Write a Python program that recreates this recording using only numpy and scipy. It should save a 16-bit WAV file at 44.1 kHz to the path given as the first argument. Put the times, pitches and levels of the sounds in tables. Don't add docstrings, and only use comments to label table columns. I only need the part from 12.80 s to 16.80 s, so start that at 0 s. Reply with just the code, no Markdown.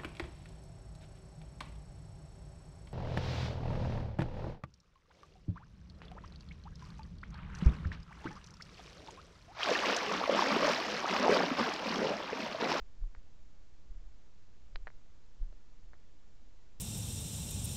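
import sys
import numpy as np
from scipy import signal
from scipy.fft import rfft, irfft
from scipy.io import wavfile

SR = 44100
rng = np.random.default_rng(int(sys.argv[2]) if len(sys.argv) > 2 else 0)


def inscribe(sig):
    pcm = np.round(np.clip(np.atleast_2d(sig).T, -1, 1) * 32767)
    wavfile.write(sys.argv[1], SR, pcm.astype(np.int16))


N = 176400

# time of the peak in seconds, level in dB, pitch in Hz, decay in seconds.
JOLTS = [(0.023, -38, 33, 0.0073), (.233, -27.5, 28, 0.032), (0.385, -40.5, 35, 0.0075),
         (.62, -44.5, 16, 0.03), (1.114, -36.5, 30, 0.0063), (1.169, -38, 28, 0.038),
         (1.267, -44, 35, 0.048), (1.311, -45.5, 36, 0.011), (1.835, -50.5, 51, 0.018),
         (1.962, -32.5, 20, 0.03), (2.03, -35, 22.6, 0.022), (2.163, -43.5, 11.4, 0.017),
         (2.624, -26.5, 25.7, 0.024), (2.693, -44.5, 27.6, 0.072), (3.082, -45, 26, 0.019)]


def amp(db):
    return 10 ** (np.asarray(db) / 20)


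def gain_at(spectrum, hz):
    points_hz, db = np.transpose(spectrum)
    return amp(np.interp(np.log(hz + 1), np.log(points_hz + 1), db))


def add(mix, start_s, sound):
    part = mix[round(start_s * SR):][:len(sound)]
    part += sound[:len(part)]


def noise(spectrum):
    gain = gain_at(spectrum, np.fft.rfftfreq(N, 1 / SR))
    coloured = irfft(rfft(rng.standard_normal(N)) * gain, N)
    return coloured / np.sqrt(np.mean(coloured ** 2) + 1e-20)


def minimum_phase(gain):
    log_gain = np.log(np.concatenate([gain, gain[-2:0:-1]]) + 1e-6)
    return np.fft.ifft(np.exp(np.conj(signal.hilbert(log_gain)))).real


def microphone_hiss(level_db=-70):
    # frequency in Hz, relative density in dB.
    hiss_colour = [(20, -11.5), (100, 0), (200, 0.5), (400, -4.5), (800, -10), (1600, -13.5), (3200, -17),
                   (4300, -17), (5200, -18.5), (7000, -19), (7800, -26), (8500, -31.5)]
    return amp(level_db) * noise(hiss_colour)


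def handling_rumble(rest_db=-57, lift_db=7.5, swell_s=0.05):
    # frequency in Hz, relative density in dB.
    rumble_colour = [(4, -11), (14, 4), (25, -5.5), (40, -10.5), (60, -11.5), (100, -20), (160, -29),
                     (300, -44), (900, -90)]
    t = np.arange(N) / SR
    top_db = max(db for _, db, _, _ in JOLTS)
    motion = sum(amp(db - top_db) * np.exp(-((t - peak_s) / swell_s) ** 2) for peak_s, db, _, _ in JOLTS)
    return amp(rest_db) * (1 + (amp(lift_db) - 1) * motion) * noise(rumble_colour)


def case_ticks(size=2048):
    # start in seconds, peak level in dB, brightness in Hz.
    slips = [(.2405, -57.5, 1200), (.3500, -42.5, 2200), (.3640, -56, 2000), (1.9586, -27.5, 5640),
             (2.0714, -31.5, 2100), (2.0779, -37, 2300), (2.0866, -49.5, 1700), (2.0888, -78, 1600),
             (2.1028, -47.5, 2200), (2.633, -61, 1200), (2.7270, -51, 700), (3.1338, -46, 1800),
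             (3.1405, -52, 1900), (3.1532, -60, 1500)]
    # frequency in Hz, relative level in dB.
    knock_colour = [(60, -28), (330, -13), (490, -3), (750, -2), (1250, -3), (2000, 1), (2600, -5),
                    (3600, -7.5), (4300, 1), (4900, -8.5), (5650, -23.5), (8000, -53)]
    # frequency in Hz, level against the knock in dB, t60 in seconds.
    case_modes = [(540, -36, .016), (750, -22.5, .015), (1180, -27.5, .011), (1520, -21, .01),
                  (1870, -19.5, .011), (2300, -32, .008), (3020, -24, 0.018), (4150, -22, .007),
                  (4600, -16.5, .007)]
    contact_order, contact_leak_db = 5.9, -19.5
    scatter_db, scatter_t60_s, scatter_rise_s = -8.5, 0.0091, 0.0008
    hz = np.fft.rfftfreq(size, 1 / SR)
    t = np.arange(size) / SR
    knock = minimum_phase(gain_at(knock_colour, hz))
    knock /= abs(knock).max()
    ring = sum(amp(db - 60 * t / t60) * np.sin(2 * np.pi * f * t) for f, db, t60 in case_modes)
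    scatter_envelope = np.minimum(t / scatter_rise_s, 1) ** 2 * amp(-60 * t / scatter_t60_s)
    out = np.zeros(N)
    for start_s, db, bright_hz in slips:
        reflections = rng.standard_normal(size) * scatter_envelope
        scatter = signal.fftconvolve(knock, reflections / np.linalg.norm(reflections))[:size]
        lowpass = 1 / np.sqrt(1 + (hz / bright_hz) ** (2 * contact_order))
        contact = minimum_phase(lowpass + amp(contact_leak_db))
        tick = signal.fftconvolve(knock + ring + amp(scatter_db) * scatter, contact)[:size]
        add(out, start_s, amp(db) * tick / abs(tick).max())
    return out


def jolt_thumps(rise_cycles=0.5, rounding_s=0.0052):
    out = np.zeros(N)
    for peak_s, db, hz, decay_s in JOLTS:
        t = np.arange(N) / SR - peak_s
        rise = np.exp(-(np.minimum(t, 0) * hz / rise_cycles) ** 2)
        eased_s = np.hypot(np.maximum(t, 0), rounding_s) - rounding_s
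        fall = np.exp(-eased_s / decay_s)
        out += amp(db) * rise * fall * np.cos(2 * np.pi * hz * t)
    return out


def scene():
    return (case_ticks() + jolt_thumps() + handling_rumble() + microphone_hiss())[None]


def record(dry):
    edge_hz, dc_offset = 8400, 0.0058
    lowpass = signal.firwin(255, edge_hz, window=("kaiser", 8), fs=SR)
    return signal.oaconvolve(dry, lowpass[None], "same") + dc_offset


dry = scene()
out = record(dry)
inscribe(out)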